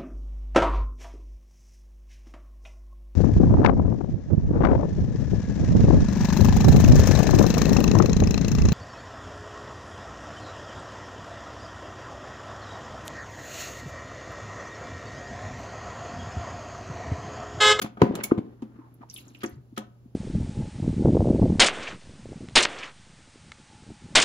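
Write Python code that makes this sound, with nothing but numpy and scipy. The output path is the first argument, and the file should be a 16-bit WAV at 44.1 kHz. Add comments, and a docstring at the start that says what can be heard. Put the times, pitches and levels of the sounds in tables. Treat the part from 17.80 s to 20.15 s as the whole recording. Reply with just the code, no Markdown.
"""Close bumps, scrapes and clacks of a plastic water reservoir handled at a coffee maker in a kitchen.
A little water trickles and drips into it, and two more clacks come late in the scene.
Damped swings make the bumps, ringing wall modes and noise cracks the clacks, sliding resonances the rubs,
random grains the scrape and trickle, bubble tones in noise the drips.
A faint mains hum and air noise lie under the short ring of the room."""
import sys
import numpy as np
from scipy import signal
from scipy.fft import rfft, irfft
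from scipy.io import wavfile
from scipy.ndimage import uniform_filter1d

SR = 44100
rng = np.random.default_rng(int(sys.argv[2]) if len(sys.argv) > 2 else 0)


def to_wav(s):
    """Save 16-bit WAV."""
    ch = np.atleast_2d(s).T  # columns
    pcm = np.round(np.clip(ch, -1, 1) * 32767)  # PCM
    wavfile.write(sys.argv[1], SR, pcm.astype(np.int16))


N = 103635  # length [samples]

# All levels are set ahead of the room and the microphone.
LEFT_LEAD_S = 0.000255  # sound reaches the left this much earlier
RAGGED_HZ, RAGGED_DB = 400, 3  # break-up of bursts and rubs: random points per second, half the reach
GRAIN_SPREAD_DB = 3  # unevenness of grains and droplets


def bump(db, hz, swell):
    """A soft push: the heavily damped tank swings a few cycles, strongest at twice the swell time."""
    t = ear_times()
    u = t / (2 * swell)
    envelope = (u * np.exp(1 - u)) ** 2
    return leftward(amp(db) * envelope * np.sin(2 * np.pi * hz * t), 1)


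def clack(ring_db, bright_hz, crack_db, tilt_db, decay):
    """A short ragged crack, coloured unevenly by the spot struck; the walls ring with a set brightness."""
    # modes of the tank walls: (pitch [Hz], level [dB], time to fall 60 dB [s])
    modes = [(216, 1, 0.17), (307.5, -8, 0.18), (395.3, -2.5, .09), (532.2, -9, 0.15), (718.3, -12, 0.23),
             (765, -14.5, 0.085), (886, -17, 0.089), (1260.6, 4, 0.052), (1495, -3, 0.053),
             (2260, -13.5, 0.059), (2550, -9, 0.045), (3300, -1, 0.046), (10000, 10.5, 0.12),
             (15200, 9.5, 0.094)]
    # spectrum of the crack: (frequency [Hz], level [dB])
    crack_colour = [(300, -24), (700, 19), (1200, 18), (2000, 8.5), (3100, 8), (5000, -4.5), (6800, -2),
                    (10500, -10), (15500, -19)]
    rolloff_order, rise_share = 3.7, 0.69  # rise as a share of the decay
    uneven_hz, uneven_db = 180, 2.5  # spacing of the random colour points, half their reach
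    t = ear_times()

    ring = np.zeros(t.shape)
    for k, (hz, db, t60) in enumerate(modes):
        brightness = 1 / (1 + (hz / bright_hz) ** rolloff_order)
        ring += (-1) ** k * amp(db - 60 * t / t60) * wall_mode(t, hz) * brightness

    spots = np.arange(0, SR / 2, uneven_hz)
    uneven = uneven_db * rng.uniform(-2, 2, len(spots))

    def crack_db_at(hz):
        tilt = tilt_db * np.log2(np.maximum(hz, 700) / 3500)  # level below 700 Hz
        return read(crack_colour, hz) + np.interp(hz, spots, uneven) + tilt

    crack = hiss(t, crack_db_at) * burst(t, rise_share * decay, decay)
    return amp(ring_db) * leftward(ring, 0.8) + amp(crack_db) * crack


def wall_mode(t, hz):
    """One mode of the held tank: its pitch wanders, and low modes take longer to build up."""
    rise_s, rise_cycles, blur = 0.0021, 0.99, 0.01  # blur: strength of the wander, as a share of the pitch
    wander = np.cumsum(rng.standard_normal(t.shape[1])) * np.sqrt(2 * np.pi * blur * hz / SR)
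    build_up = 1 - np.exp(-(t / (rise_s + rise_cycles / hz)) ** 2)
    return np.sin(2 * np.pi * hz * t + wander) * build_up


def rub(length, db, pitch_hz, octaves):
    """A chattering resonance that swells, fades and sags in pitch, as of plastic sliding on plastic."""
    sag = 0.7  # share of the pitch lost over the rub, per octave of width
    t = ear_times(size=8192)
    swell = np.sin(np.pi * np.minimum(t / length, 1)) * ragged(t, RAGGED_HZ, RAGGED_DB)
    return amp(db) * swell * whistle(t, pitch_hz, octaves, -sag * octaves / length)


def scrape():
    """The tank scrapes against the machine as it seats: a patter of tiny contacts, mostly low."""
    # level curve: (time [s], level [dB])
    level = [(.2, -40.5), (.245, -40), (.31, -47.5), (.38, -42), (.5, -54.5), (.62, -63.5), (.75, -66.5)]
    # spectrum: (frequency [Hz], level [dB])
    spectrum = [(60, -13.5), (220, 3), (400, -2.5), (1000, -10), (3000, -25.5), (15000, -58)]
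    return grains(level, spectrum)


def drip(db, pitch_hz):
    """A tiny bubble rings inside a puff of splash; each drip sags in pitch at its own rate."""
    rise_s, decay_s = 0.0021, 0.0067
    max_sag = 12  # share of the pitch per second
    bubble_db, splash_db, splash_octaves = -8.5, -8.5, 0.44
    t = ear_times(size=2048)
    glide = -max_sag * rng.random()
    bubble = np.sin(2 * np.pi * pitch_hz * t * (1 + glide * t / 2))
    splash = whistle(t, pitch_hz, splash_octaves, glide)
    return amp(db) * burst(t, rise_s, decay_s) * (amp(bubble_db) * bubble + amp(splash_db) * splash)


def spatter():
    """Fine droplets at random moments and pitches, as rows for drip: time [s], level [dB], pitch [Hz]."""
    # centre level of the droplets: (time [s], level [dB])
    curve = [(1.281, -66), (1.384, -56.5), (1.44, -72), (1.619, -72), (1.758, -75.5)]
    drops_per_s, low_hz, high_hz = 620, 2412, 15700
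    times, levels = np.transpose(curve)
    span = times[-1] - times[0]
    when, size, pitch = rng.random((int(drops_per_s * span), 3)).T
    s = times[0] + when * span
    db = np.interp(s, times, levels) + 2 * GRAIN_SPREAD_DB * (2 * size - 1)
    return zip(s, db, low_hz * (high_hz / low_hz) ** pitch)


def trickle():
    """A faint wash of water moving in the tank: a patter of grains that comes and goes."""
    # level curve: (time [s], level [dB])
    level = [(.7, -71.5), (1.0, -59), (1.17, -70.5), (1.45, -61.5), (1.8, -71.5)]
    # spectrum: (frequency [Hz], level [dB])
    spectrum = [(100, -9.5), (280, 14), (550, -6.5), (1300, -5.5), (15000, -61)]
    return grains(level, spectrum)


def kitchen(x):
    """The room's tail: dense reflections, each band dying at its own speed."""
    # decay of the room: (frequency [Hz], time to fall 60 dB [s])
    decay = [(100, 0.32), (400, 0.48), (15000, 0.087)]
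    # spectrum of the tail: (frequency [Hz], level [dB])
    spectrum = [(60, -20.5), (250, -10), (500, -11.5), (3000, -10.5), (15000, -11.5)]
    hz, t, bands = signal.stft(rng.standard_normal((2, SR)), SR, nperseg=256)
    t60 = read(decay, hz)[:, None]
    equal_energy = np.sqrt(2 * np.log(1000) / (t60 * SR))
    bands = bands * amp(-60 * t / t60) * equal_energy
    tail = colour(signal.istft(bands, SR, nperseg=256)[1], lambda hz: read(spectrum, hz))
    tail = tail[:, :SR * 3 // 4]
    tail = tail * np.minimum(np.arange(tail.shape[1]) / SR / 0.0027, 1)  # fades in over 2.7 ms
    return signal.fftconvolve(x, tail, axes=1)[:, :N]


def background():
    """Mains hum of an appliance, a steady sine, and still room air, coloured noise."""
    # spectrum of the air: (frequency [Hz], level [dB])
    air_colour = [(20, -21.5), (60, 2.5), (250, -2.5), (450, -11.5), (2000, -31), (16000, -39.5)]
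    hum_hz, hum_db, air_db = 120.1, -61, -65  # second harmonic of the mains; rms levels
    t = ear_times(size=N)
    hum = np.sqrt(2) * np.sin(2 * np.pi * hum_hz * t)
    air = hiss(t, lambda hz: read(air_colour, hz))
    return amp(hum_db) * hum + amp(air_db) * air


def grains(level, spectrum):
    """A patter of tiny contacts of uneven size, in clumps, under a level curve."""
    grains_per_s, clump_hz, clump_db = 4000, 130, 2.2
    size = amp(GRAIN_SPREAD_DB * np.minimum(rng.exponential(1, (2, N)), 4))
    size = size * rng.choice([-1, 1], (2, N))
    struck = rng.random((2, N)) < grains_per_s / SR
    patter = colour(size * struck, lambda hz: read(spectrum, hz))
    swell = amp(np.interp(np.arange(N) / SR, *np.transpose(level), left=-120, right=-120))
    clumps = ragged(ear_times(size=N), clump_hz, clump_db)
    return unit(patter) * clumps * uniform_filter1d(swell, size=800)


def whistle(t, pitch_hz, octaves, glide):
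    """Noise in one resonance, 12 dB down at octaves off pitch, sliding by the share glide each second."""
    def resonance_db(hz):
        offset = np.log2((hz + 1) / pitch_hz) / octaves
        return -20 * np.log10((1 + offset ** 2) ** 2)

    band = hiss(t, resonance_db)
    return (signal.hilbert(band) * np.exp(1j * np.pi * pitch_hz * glide * t ** 2)).real


def burst(t, rise, decay):
    """A quick swell and exponential fall, broken up into tiny bursts."""
    envelope = np.minimum(t / rise, 1) ** 2 * np.exp(-np.maximum(t - rise, 0) / decay)
    return ragged(t, RAGGED_HZ, RAGGED_DB) * envelope


def ragged(t, hz, depth_db):
    """A gain of rms 1 gliding between random levels, hz of them a second, within twice depth_db."""
    steps = t[0] * hz
    levels = rng.uniform(-2, 2, len(steps))
    return unit(amp(depth_db * np.interp(steps, np.arange(len(steps)), levels)))


def hiss(t, db_at):
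    """Coloured stereo noise of rms 1."""
    return unit(colour(rng.standard_normal(t.shape), db_at))


def colour(pair, db_at):
    """Filters two unrelated signals by db_at(Hz); their shared part reaches the left first."""
    # likeness of left and right: (frequency [Hz], correlation [0 to 1])
    alike = [(60, 0.4), (290, 1), (1000, 0.18), (15000, 0.043)]
    hz = np.fft.rfftfreq(pair.shape[1], 1 / SR)
    left, other = rfft(pair)
    same = np.clip(read(alike, hz), -1, 1)
    late = np.exp(-2j * np.pi * hz * LEFT_LEAD_S)
    right = same * left * late + np.sqrt(1 - same ** 2) * other
    return irfft(np.array([left, right]) * amp(db_at(hz)), pair.shape[1])


def ear_times(size=16384):
    """Time [s] since a blow at each microphone; the left hears it first."""
    return np.maximum(np.arange(size) / SR - np.array([[0], [LEFT_LEAD_S]]), 0)


def leftward(x, db):
    """The tank stands a little to the left: db up on the left, db down on the right."""
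    return x * amp([[db], [-db]])


def amp(db):
    """Decibels to gain."""
    return 10 ** (np.asarray(db) / 20)


def unit(x):
    """Scales to rms 1."""
    return x / np.sqrt(np.mean(x ** 2) + 1e-20)


def read(points, hz):
    """Reads a table on a log-frequency axis."""
    f, value = np.transpose(points)
    return np.interp(np.log(hz + 1), np.log(f + 1), value)


def add(mix, s, sound):
    """Mixes a stereo sound in at time s."""
    part = mix[:, max(round(s * SR), 0):][:, :sound.shape[1]]
    part += sound[:, :part.shape[1]]


def scene():
    """Tank and water close by, their reflections in the kitchen, and the background."""
    # dull bumps of the tank: (time [s], level [dB], pitch [Hz], swell [s])
    bumps = [(0.029, -39, 211.7, 0.004), (.045, -27, 229, 0.0011), (0.2162, -10.5, 394, 0.0013),
             (0.217, -18, 995, 0.0017), (0.218, -16.5, 130.3, 0.0042), (.232, -8, 242, 0.0014),
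             (0.293, -26.5, 213, 0.0043), (0.31, -20, 320, 0.00069), (0.338, -25.5, 325, 0.00099),
             (0.518, -8.5, 313, 0.0011), (0.579, -20.5, 209, 0.0012), (0.589, -18, 253, 0.001),
             (0.822, -28.5, 258, 0.0018), (0.985, -44.5, 303.5, 0.0038), (1.207, -45, 264, .002),
             (1.638, -28.5, 335, 0.0025), (1.658, -33, 297, 0.0018), (1.718, -48.5, 81, 0.0073),
             (1.761, -44.5, 131, 0.0072), (1.925, -45, 263, 0.0023), (2.256, -46, 240.5, 0.0023)]
    # hard contacts of plastic, each with its own brightness: (time [s], ring level [dB],
    # ring brightness [Hz], crack level [dB], crack tilt [dB per octave], crack decay [s])
    clacks = [(0.014, -35.5, 1920, -32, 7.5, 0.0082), (.037, -38, 1200, -39, -1, 0.013),
              (.169, -43.5, 2010, -48, -6, 0.0075), (0.2159, -18.5, 1200, -21.5, -3.5, 0.0038),
              (0.3509, -45, 2000, -37, 6, 0.0048), (0.4328, -47, 14550, -26, 12.5, 0.0081),
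              (0.515, -35, 1500, -44, -9, 0.0075), (.573, -36, 700, -42.5, -3, 0.0099),
              (0.819, -35, 413, -46, -1, 0.0059), (1.631, -34.5, 3060, -38, 5.5, 0.0067),
              (1.973, -34, 2780, -39, 3.5, 0.0085)]
    # short rubs, faint squeaks and a soft noisy swell into the last clack:
    # (time [s], length [s], level [dB], pitch [Hz], width [octaves])
    rubs = [(0.4, 0.025, -45.5, 2200, 0.67), (0.432, .02, -43, 2350, 0.09), (0.51, .014, -37.5, 1346, 0.61),
            (.97, 0.14, -65.5, 1104, 0.27), (1.205, 0.0489, -58.5, 1150, 0.92),
            (1.603, .028, -55.5, 3700, 0.85), (1.636, 0.0212, -40.5, 1872, .8),
            (1.963, 0.025, -51, 3260, 1.27), (1.997, 0.039, -54, 1250, 0.71)]
    # drops landing in the tank: (time [s], level [dB], pitch [Hz])
    drips = [(1.1403, -57.5, 12000), (1.229, -37.5, 953), (1.2969, -36.5, 5890), (1.339, -37, 10610),
             (1.361, -38.5, 3410), (1.375, -42.5, 10870), (1.38, -40.5, 2897), (1.479, -48, 6820),
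             (1.547, -43, 2983), (1.659, -40, 6680), (1.692, -52, 12170)]
    near = scrape() + trickle()
    for source, rows in ((bump, bumps), (clack, clacks), (rub, rubs), (drip, drips), (drip, spatter())):
        for s, *settings in rows:
            add(near, s, source(*settings))
    return near + kitchen(near) + background()


def record(dry):
    """The microphone ports shape the treble into peaks and notches; a low-pass sets the top edge."""
    # response, flat outside the table: (frequency [Hz], level [dB])
    response = [(7400, 6), (8100, -5.5), (8650, -17), (9300, 1), (10000, 7), (11900, 7.5), (13400, -6.5),
                (14200, 4), (15500, 11), (16200, -21.5)]
    edge_hz = 16900
    gain = amp(read(response, np.fft.rfftfreq(2 * N, 1 / SR)))
    heard = irfft(rfft(dry, 2 * N) * gain)[:, :N]
    low_pass = signal.firwin(511, edge_hz, window=("kaiser", 9), fs=SR)
    return signal.oaconvolve(heard, low_pass[None], "same")


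dry = scene()
out = record(dry)
to_wav(out)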